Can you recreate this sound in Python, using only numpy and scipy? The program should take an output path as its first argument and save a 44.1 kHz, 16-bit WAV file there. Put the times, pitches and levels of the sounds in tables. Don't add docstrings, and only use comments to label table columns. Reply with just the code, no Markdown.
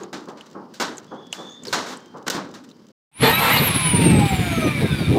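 import sys
import numpy as np
from scipy import signal
from scipy.fft import rfft, irfft, next_fast_len
from scipy.io import wavfile
from scipy.ndimage import uniform_filter1d

SR = 44100
rng = np.random.default_rng(int(sys.argv[2]) if len(sys.argv) > 2 else 0)


def output_pcm(signal):
    pcm = np.clip(np.atleast_2d(signal).T, -1, 1) * 32767
    wavfile.write(sys.argv[1], SR, np.round(pcm).astype(np.int16))


N = 228481
TIME = np.arange(N) / SR
RIVETING_END_S, DRILL_START_S, FULL_LEVEL_S = 2.918, 3.115, 3.23


def from_db(db):
    return 10 ** (np.asarray(db) / 20)


def rms_one(x):
    return x / np.sqrt(np.mean(x ** 2) + 1e-20)


def at_hz(points, hz):
    pitches, levels = np.array(points).T
    return np.interp(np.log(hz), np.log(pitches), levels)


def drift(rate_hz):
    r = np.exp(-80 * np.pi * rate_hz / SR)
    slow = signal.lfilter([1], [1, -2 * r, r * r], rng.standard_normal(N // 40 + 2002))[2000:]
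    return np.interp(np.arange(N) / 40, np.arange(len(slow)), rms_one(slow))


def noise(spectrum, size=N, tilt=0):
    padded = next_fast_len(size)
    hz = np.maximum(np.fft.rfftfreq(padded, 1 / SR), 1)
    octaves_outside = np.abs(np.log2(hz / np.clip(hz, spectrum[0][0], spectrum[-1][0])))
    gain = from_db(at_hz(spectrum, hz) + tilt * np.log2(hz) - 24 * octaves_outside)
    return rms_one(irfft(rfft(rng.standard_normal(padded)) * gain, padded)[:size])


def resonate(x, hz, width):
    r = np.exp(-np.pi * width / SR)
    feedback = [1, -2 * r * np.cos(2 * np.pi * hz / SR), r * r]
    return signal.lfilter(np.array([1, 0, -1]) * (1 - r * r) / 2, feedback, x)


def low_pass(x, hz, order=2):
    return signal.sosfilt(signal.butter(order, hz, fs=SR, output="sos"), x)


def onset(t, rise_s=.0004):
    return 1 - np.exp(-t / rise_s)


def dying(t, t60):
    return np.exp(-np.log(1000) * np.maximum(t, 0) / max(t60, 1e-3))


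def swell(s, half_s):
    return np.exp(-.5 * ((TIME - s) / half_s) ** 2)


def small_ring(pitches, t):
    weights = np.hanning(len(pitches) + 2)[1:-1]
    return weights @ np.sin(2 * np.pi * (pitches[:, None] * t + rng.random((len(pitches), 1))))


def add(out, s, sound):
    start = max(round(s * SR), 0)
    out[start:start + len(sound)] += sound[:N - start]


# (frequency [Hz], density [dB])
AIR_SPECTRUM = [(29, -50), (50, -18), (214, 11), (613, -5), (690, -16.5), (941, -8), (2630, -25.5),
                (3100, -17), (3340, -25), (4890, -18), (5380, -21), (6990, -30), (15000, -59.5)]
def outdoor_air(level_db=-47, fade_db_per_s=0.9):
    background = from_db(level_db - fade_db_per_s * TIME + 2.9 * drift(24)) * noise(AIR_SPECTRUM)
    return background + from_db(-76.5) * rng.standard_normal(N)


# (frequency [Hz], density [dB])
HAMMER_SPECTRUM = [(59, -46.5), (100, -28), (134, -7.5), (187, -0.5), (540, -3), (675, -10.5), (810, -5),
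                   (1130, -6), (1980, -29), (2800, -46.5), (3640, -67.5), (6160, -120)]
# (time [s], relative level [dB])
HAMMER_BLOWS = [(0, -40.5), (.277, -36.5), (0.554, -35), (1.118, -34), (1.386, -36), (1.92, -55),
                (2.148, -37)]
def far_hammer(rise_s=0.0077, t60=0.44, bass_t60=0.54, bass_hz=400):
    out, t = np.zeros(N), TIME[:SR * 3 // 4]
    for s, level_db in HAMMER_BLOWS:
        wash = noise(HAMMER_SPECTRUM, size=len(t), tilt=0.21)
        bass = low_pass(wash, bass_hz, order=1)
        thud = bass * dying(t, bass_t60) + (wash - bass) * dying(t, t60)
        add(out, s - rise_s, from_db(level_db + 4.5) * onset(t, rise_s) * thud)
    return out


# (frequency [Hz], density [dB])
FLASHING_SPECTRUM = [(53, -57.5), (90, -26.5), (172, -7), (255, -1), (753, -7), (804, -3), (1110, -3),
                     (1540, -4.5), (1680, -6.5), (2530, -14), (3830, -8.5), (6870, -13), (11100, -30),
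                     (15000, -27.5), (16000, -48.5)]
# (frequency [Hz], relative level [dB], t60 [s])
FLASHING_MODES = [(355, -11.5, 1), (1215, -11.5, 0.49), (1440, -0.5, 0.12), (1520, 3, 0.41),
                  (2240, 0, 0.098), (2755, -2.5, 0.15), (3040, -39, 5.0), (4200, -13.5, 0.35),
                  (3950, -17, 1.2), (4910, -17.5, 0.45), (5600, -24, 4.7), (5636, -27, 0.41)]
# (time [s], level [dB], rattling time [s], t60 [s], tilt [dB/octave])
GUN_BLOWS = [(0, -43, 0.041, 0.14, -2), (.129, -30.5, 0.0061, .28, -1), (0.285, -39.5, .002, .13, -1),
             (.372, -44, 0.0016, 0.44, -1.5), (.459, -50, .004, 0.17, .5), (.738, -43, 0.0081, 0.28, 2.5),
             (.799, -22, 0.024, 0.3, -0.5), (1.329, -40, .02, 0.58, 1.5), (1.651, -33, 0.0036, 0.056, .5),
             (1.669, -41.5, 0.067, 0.78, 1.5), (1.727, -19.5, .012, 0.39, 0),
             (1.862, -35.5, 0.073, .16, -0.4), (2.266, -27.5, 0.018, 0.061, -2),
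             (2.279, -19.5, 0.0046, 0.018, 1), (2.2997, -17.5, 0.0011, 0.041, 7),
             (2.303, -29.5, 0.055, .22, -0.5), (2.349, -28, 0.032, 0.34, -3.5),
             (2.539, -40, 0.015, 0.23, 0), (2.637, -50.5, 0.012, 0.055, 1.5)]
def flashing(bass_hz=600, treble_hz=7000, bass_t60_ratio=1.99, treble_t60_ratio=0.22):
    out, t = np.zeros(N), TIME[:SR * 3 // 4]
    for s, level_db, rattle_s, t60, tilt in GUN_BLOWS:
        wash = noise(FLASHING_SPECTRUM, size=len(t), tilt=tilt)
        bass, body = low_pass(wash, bass_hz, order=1), low_pass(wash, treble_hz, order=1)
        free_s = t - rattle_s
        crash = (bass * dying(free_s, t60 * bass_t60_ratio)
                 + (body - bass) * dying(free_s, t60)
                 + (wash - body) * dying(free_s, t60 * treble_t60_ratio))
        crash *= from_db(drift(250)[:len(t)])
        clank = np.zeros(len(t))
        for hz, db, ring_s in FLASHING_MODES:
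            strength = from_db(db + 3 * rng.standard_normal())
            clank += strength * np.sin(2 * np.pi * (hz * t + rng.random())) * dying(t, ring_s)
        clank *= dying(free_s, 2 * t60) / np.std(clank[:SR // 50])
        clank_db = -5 + 0.66 * (level_db + 17.5) - abs(tilt)
        add(out, s, from_db(level_db) * (crash + from_db(clank_db) * clank) * onset(t))
    return out


# (frequency [Hz], density [dB])
TICK_SPECTRUM = [(2000, -11.5), (4000, 12.5), (5500, 4.5), (7500, 8), (10500, -19), (15000, -6.5)]
def loose_parts(rest_per_s=25, shaken_per_s=72, shake_t60=0.25, tick_t60=0.02):
    shake = sum(from_db(db) * (TIME > s) * dying(TIME - s, shake_t60) for s, db, *_ in GUN_BLOWS)
    per_s = rest_per_s + shaken_per_s * np.sqrt(shake / shake.max())
    strength = from_db(-41) + from_db(-11) * shake
    touches = (rng.random(N) < per_s / SR) * strength
    touches *= from_db(4 * np.clip(rng.standard_normal(N), -2, 1))
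    t = TIME[:SR // 25]
    tick = noise(TICK_SPECTRUM, size=len(t)) * dying(t, tick_t60)
    return .35 * signal.fftconvolve(touches, tick)[:N]


# (time [s], relative level [dB], pitch [Hz], t60 [s])
PANEL_KNOCKS = [(.005, -27, 379.6, 0.58), (0.131, -28, 327, 0.66), (1.667, -19, 427, 0.18),
                (1.67, -34, 116.7, 0.67), (2.298, -12.5, 523, 0.044), (2.605, -33, 271, 0.33)]
def panel_knocks(spread=.3):
    out, t = np.zeros(N), TIME[:SR // 4]
    for s, level_db, hz, t60 in PANEL_KNOCKS:
        ring = small_ring(hz * (1 + spread * np.linspace(-1, 1, 7)), t)
        add(out, s, from_db(level_db) * 0.29 * ring * dying(t, t60) * onset(t, rise_s=0.0025))
    return out


# (time [s], relative level [dB], pitch [Hz], t60 [s])
GUN_CLICKS = [(0.034, -28, 6840, 0.013), (.409, -31.5, 3000, 0.026), (.97, -35, 7550, 0.034),
              (.981, -22, 6750, 0.016), (1.3284, -17.5, 2960, .024), (1.327, -15, 6930, 0.0068),
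              (1.635, -29.5, 7150, 0.018), (1.653, -28, 4870, 0.02), (1.669, -26, 5100, .028),
              (1.681, -24, 4290, 0.037), (1.971, -31, 7700, 0.016), (2.713, -41, 3950, .028)]
def gun_clicks(spread=0.14, crack_db=-9, crack_t60=0.027):
    out, t = np.zeros(N), TIME[:SR // 4]
    for s, level_db, hz, t60 in GUN_CLICKS:
        pitches = hz * (1 + spread * np.linspace(-1, 1, 7) + rng.normal(0, 0.013, 7))
        ring = 0.57 * small_ring(pitches, t) * dying(t, t60)
        crack = from_db(crack_db) * low_pass(rng.standard_normal(len(t)), 7600) * dying(t, crack_t60)
        add(out, s, from_db(level_db) * (ring + crack) * onset(t))
    return out


# (time [s], length [s], first pitch [Hz], last pitch [Hz], level [dB], rasp [0-1])
LEVER_STROKES = [(1.067, 0.33, 3440, 3370, -49.5, .85), (1.338, .3, 3470, 3510, -40.5, .7),
                 (1.973, 0.188, 3140, 3170, -58, 0.1)]
def lever_squeal(upper_db=-22, lower_db=-17, waver=.012):
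    def slipping(phase, rate_hz):
        return drift(rate_hz) * np.sin(phase) + drift(rate_hz) * np.cos(phase)

    out = np.zeros(N)
    for s, length_s, first_hz, last_hz, level_db, rasp in LEVER_STROKES:
        progress = np.clip((TIME - s) / length_s, 0, 1)
        hz = (first_hz + (last_hz - first_hz) * progress) * (1 + waver * rasp * drift(7.9))
        phase = 2 * np.pi * np.cumsum(hz) / SR
        upper = slipping(1.86 * phase, 250) * from_db(upper_db + 5 * drift(6))
        lower = rasp * from_db(lower_db) * slipping(phase / 2, 120)
        main = np.sqrt(1 - rasp ** 2) * np.sin(phase) + 0.56 * rasp * slipping(phase, 130)
        arch = 2 * np.sqrt(progress * (1 - progress))
        out += from_db(level_db) * arch * (main + upper + lower)
    return out


START_TURNS_PER_S, TOP_TURNS_PER_S = 201.85, 342.21
def rotor_speed(run_up_s=.12205, trigger_off_s=3.4901, bit_free_s=3.7808, step_s=.001):
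    bearing_drag, bit_drag = 83.65, 70.57
    times, speeds = np.arange(DRILL_START_S, TIME[-1], step_s), [START_TURNS_PER_S]
    for s in times[:-1]:
        speed = speeds[-1]
        drive = (TOP_TURNS_PER_S - speed) / run_up_s
        air_drag = .000965 * speed ** 2
        drag = bearing_drag + air_drag + bit_drag * (s < bit_free_s)
        speeds.append(speed + step_s * (drive if s + step_s < trigger_off_s else -drag))
    return np.interp(TIME, times, speeds)


# (pitch [Hz], level [dB])
FAN_WHINE = [(4100, -71), (4700, -40.5), (5350, -61), (6100, -48), (6800, -48.5), (8200, -37), (8800, -27),
             (9600, -22), (10600, -27.5), (11700, -28.5), (13200, -31)]
# (pitch [Hz], level [dB])
GEAR_MESH = [(425, -32), (455, -43), (500, -56), (540, -44), (650, -38.5), (790, -31), (930, -31.5),
             (1130, -38.5), (1240, -35), (1320, -29)]
# (multiple of the tooth rate, resonance [Hz], width [Hz], level [dB])
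GEAR_RESONANCES = [(2, 2650, 140, -32), (2, 1850, 210, -44), (2, 1280, 215, -36), (3, 3900, 260, -28.5),
                   (3, 3020, 250, -33.5), (3, 2663, 146, -29.5), (3, 1570, 710, -40), (4, 2320, 150, -27),
                   (5, 2600, 155, -36), (7, 3600, 370, -40), (8, 3700, 140, -36.5)]
# (frequency [Hz], gain [dB])
HOUSING_RESPONSE = [(500, -39), (1000, -3.5), (1300, -6.5), (1900, -5.5), (2350, 2.5), (2800, -7),
                    (3300, -27), (3900, 0), (4800, -31), (9000, -11)]
# (frequency [Hz], width [Hz], relative level [dB])
HOUSING_RESONANCES = [(1260, 51, -1), (1970, 79, -20.5), (2355, 65, 15), (2550, 130, -30), (3660, 140, 6)]
# (frequency [Hz], density [dB])
RUSH_SPECTRUM = [(290, -74), (500, -18.5), (784, -1), (1130, -6.5), (1230, -5), (1980, -3.5), (2330, 1),
                 (2500, -1.5), (3750, -4.5), (6700, -23.5), (9490, -9.5), (10700, -13), (11300, -14.5),
                 (14900, -26), (16000, -25)]
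def drill(blades=39, teeth=4, flutter_db=4.0, jitter=0.0007, play_rad=0.035):
    speed = rotor_speed()
    rush_db = -21 + 8 * np.log2(speed / TOP_TURNS_PER_S)
    angle = 2 * np.pi * np.cumsum(speed * (1 + jitter * drift(46))) / SR
    backlash = play_rad * drift(83)

    def tone(multiple, slack=0):
        phase = multiple * (angle + slack) + rng.uniform(0, 2 * np.pi)
        flutter = from_db(flutter_db * drift(20.2))
        return np.sqrt(2) * np.sin(phase) * flutter * (multiple * speed < SR / 2)

    fan = tone(blades) + from_db(-20) * (tone(blades - 1) + tone(blades + 1))
    out = from_db(at_hz(FAN_WHINE, blades * speed)) * fan
    out += from_db(-52) * (speed / 200) ** 2 * tone(2 * blades)
    out += from_db(at_hz(GEAR_MESH, teeth * speed)) * tone(teeth, backlash)
    for harmonic, hz, width, db in GEAR_RESONANCES:
        multiple = harmonic * teeth
        detuning = 2 * (multiple * speed - hz) / width
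        out += from_db(db) / (1 + detuning ** 2) * tone(multiple, backlash)
    for multiple in range(5, 16):
        shaft_db = rush_db - 15 + at_hz(HOUSING_RESPONSE, multiple * speed)
        out += from_db(shaft_db) * tone(multiple, backlash)
    beat = 1 + .35 * np.cos(angle) + .3 * np.cos(teeth * angle)
    chatter = beat * rng.standard_normal(N)
    housing = sum(from_db(db) * resonate(chatter, hz, width) for hz, width, db in HOUSING_RESONANCES)
    rush = from_db(rush_db - 3 + 1.6 * drift(27)) * rms_one(noise(RUSH_SPECTRUM) * beat)
    return out + from_db(-35) * rms_one(housing) + rush


# (delay [s], gain [dB])
ROOF_ECHOES = [(.0031, -18), (.0074, -19), (0.0124, -16.5), (0.0208, -27)]
def roof_reflections(direct):
    out = direct.copy()
    for delay_s, db in ROOF_ECHOES:
        add(out, delay_s, from_db(db) * direct)
    return out / np.sqrt(1 + sum(from_db(db) ** 2 for _, db in ROOF_ECHOES))


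# (frequency [Hz], density [dB])
WIND_SPECTRUM = [(18, -57), (30, -58.5), (71, -2.5), (142, 6.5), (250, -0.5), (357, -6.5), (423, -9.5),
                 (509, -15), (613, -20), (781, -23.5), (900, -31.5), (1170, -42), (1980, -120)]
# (time [s], level [dB], half length [s], tilt [dB/octave])
WIND_GUSTS = [(3.229, -14.5, 0.018, 1.5), (3.307, -22, 0.0068, -3), (3.54, -23, .007, 4),
              (3.615, -14, 0.0086, 4), (3.709, -20, 0.0065, 4), (3.947, -10.5, .008, -1.2),
              (4.064, -11, 0.055, -0.1), (4.162, -12.5, 0.054, 0.5), (4.343, -17, 0.0097, -6.5),
              (4.403, -16, 0.015, -3.2), (4.504, -21, 0.011, -4), (4.589, -16, .009, -0.8),
              (4.663, -14, .02, 2.5), (4.839, -13.5, 0.016, 3.5), (4.929, -16, 0.018, -3),
              (5.015, -18, 0.009, 4), (5.112, -12.5, 0.024, -1), (5.186, -14.5, 0.025, 9)]
def wind(rumble_db=-26.5, lump_db=3.0, gust_lump_db=1.2, rise_db_per_s=0.5):
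    freshening_db = rise_db_per_s * (TIME - FULL_LEVEL_S)
    out = from_db(rumble_db + freshening_db + lump_db * drift(31)) * noise(WIND_SPECTRUM)
    for s, level_db, half_s, tilt in WIND_GUSTS:
        eddies = noise(WIND_SPECTRUM, tilt=tilt)
        eddies /= np.sqrt(uniform_filter1d(eddies ** 2, size=700) + 1e-6)
        out += from_db(level_db + gust_lump_db * drift(28)) * swell(s, half_s) * eddies
    return out


# (frequency [Hz], density [dB])
SCRAPE_SPECTRUM = [(150, -40), (250, -3), (409, -34), (453, -4), (690, -7.5), (909, -2), (1420, -8.5),
                   (2080, -6), (4110, -8.5), (5250, -32), (8000, -14), (10400, -52), (17600, -120)]
# (frequency [Hz], width [Hz], relative level [dB])
DRILLED_SHEET_MODES = [(449.6, 16, 4), (910, 19, 1.5), (1803, 32, -9), (2470, 24, -30.5), (2880, 41, -14),
                       (3040, 23, -4.5), (3522, 45, -6), (4205, 80, -8.5)]
# (time [s], hold [s], scrape level [dB], ring level [dB])
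BIT_BITES = [(3.255, 0.025, -17, -15), (3.444, 0.12, -19.5, -47), (3.655, 0.038, -30, -36)]
# (time [s], level [dB], pitch [Hz], width [Hz], half length [s])
BIT_SHRIEKS = [(3.267, -29, 468, 30.5, 0.013), (3.268, -25, 898, 41, 0.015),
               (3.29, -22.5, 1844, 49.4, 0.039), (3.434, -25, 940, 249.5, 0.043),
               (3.507, -21.5, 1990, 71, 0.018), (3.532, -21.5, 2105, 59, 0.024),
               (3.557, -23.5, 2840, 121, 0.016), (3.586, -22, 4050, 600, 0.012),
               (3.534, -22.5, 13000, 2230, 0.013), (3.657, -24.5, 14100, 2380, 0.016),
               (3.772, -29, 10700, 813, 0.017)]
def drill_bit(attack_s=0.026, scrape_t60=0.41, ring_t60=0.17):
    scrape = noise(SCRAPE_SPECTRUM) * from_db(drift(230))
    scrape = rms_one(low_pass(scrape, 4700, order=6) + 0.44 * scrape)
    ring = rms_one(sum(from_db(db) * resonate(rng.standard_normal(N), hz, width)
                       for hz, width, db in DRILLED_SHEET_MODES))
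    out = np.zeros(N)
    for s, hold_s, scrape_db, ring_db in BIT_BITES:
        attack = np.where(TIME < s, swell(s, attack_s), 1)
        free_s = TIME - s - hold_s
        out += from_db(scrape_db) * attack * dying(free_s, scrape_t60) * scrape
        out += from_db(ring_db) * attack * dying(free_s, ring_t60) * ring
    for s, level_db, hz, width, half_s in BIT_SHRIEKS:
        wander = width / 2 * drift(width / 2)
        phase = 2 * np.pi * np.cumsum(hz + wander) / SR
        out += from_db(level_db) * swell(s, half_s) * np.sqrt(2) * np.sin(phase)
    return out


def scene(fade_in_db_per_s=401.5):
    riveting = outdoor_air() + flashing() + gun_clicks() + panel_knocks() + loose_parts()
    riveting += far_hammer() + lever_squeal()
    bass_cut = signal.butter(1, 90, "high", fs=SR, output="sos")
    riveting = signal.sosfilt(bass_cut, riveting)
    drilling = roof_reflections(drill()) + drill_bit() + wind()
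    drilling *= from_db(fade_in_db_per_s * np.minimum(TIME - FULL_LEVEL_S, 0))
    mono = riveting * (TIME < RIVETING_END_S) + drilling * (TIME > DRILL_START_S)
    return np.array([mono, mono])


def record(dry, ceiling=1.2, cutoff_hz=15700):
    rounded = ceiling * np.tanh(dry / ceiling)
    return signal.sosfilt(signal.ellip(10, .1, 80, cutoff_hz, fs=SR, output="sos"), rounded)


dry = scene()
out = record(dry)
output_pcm(out)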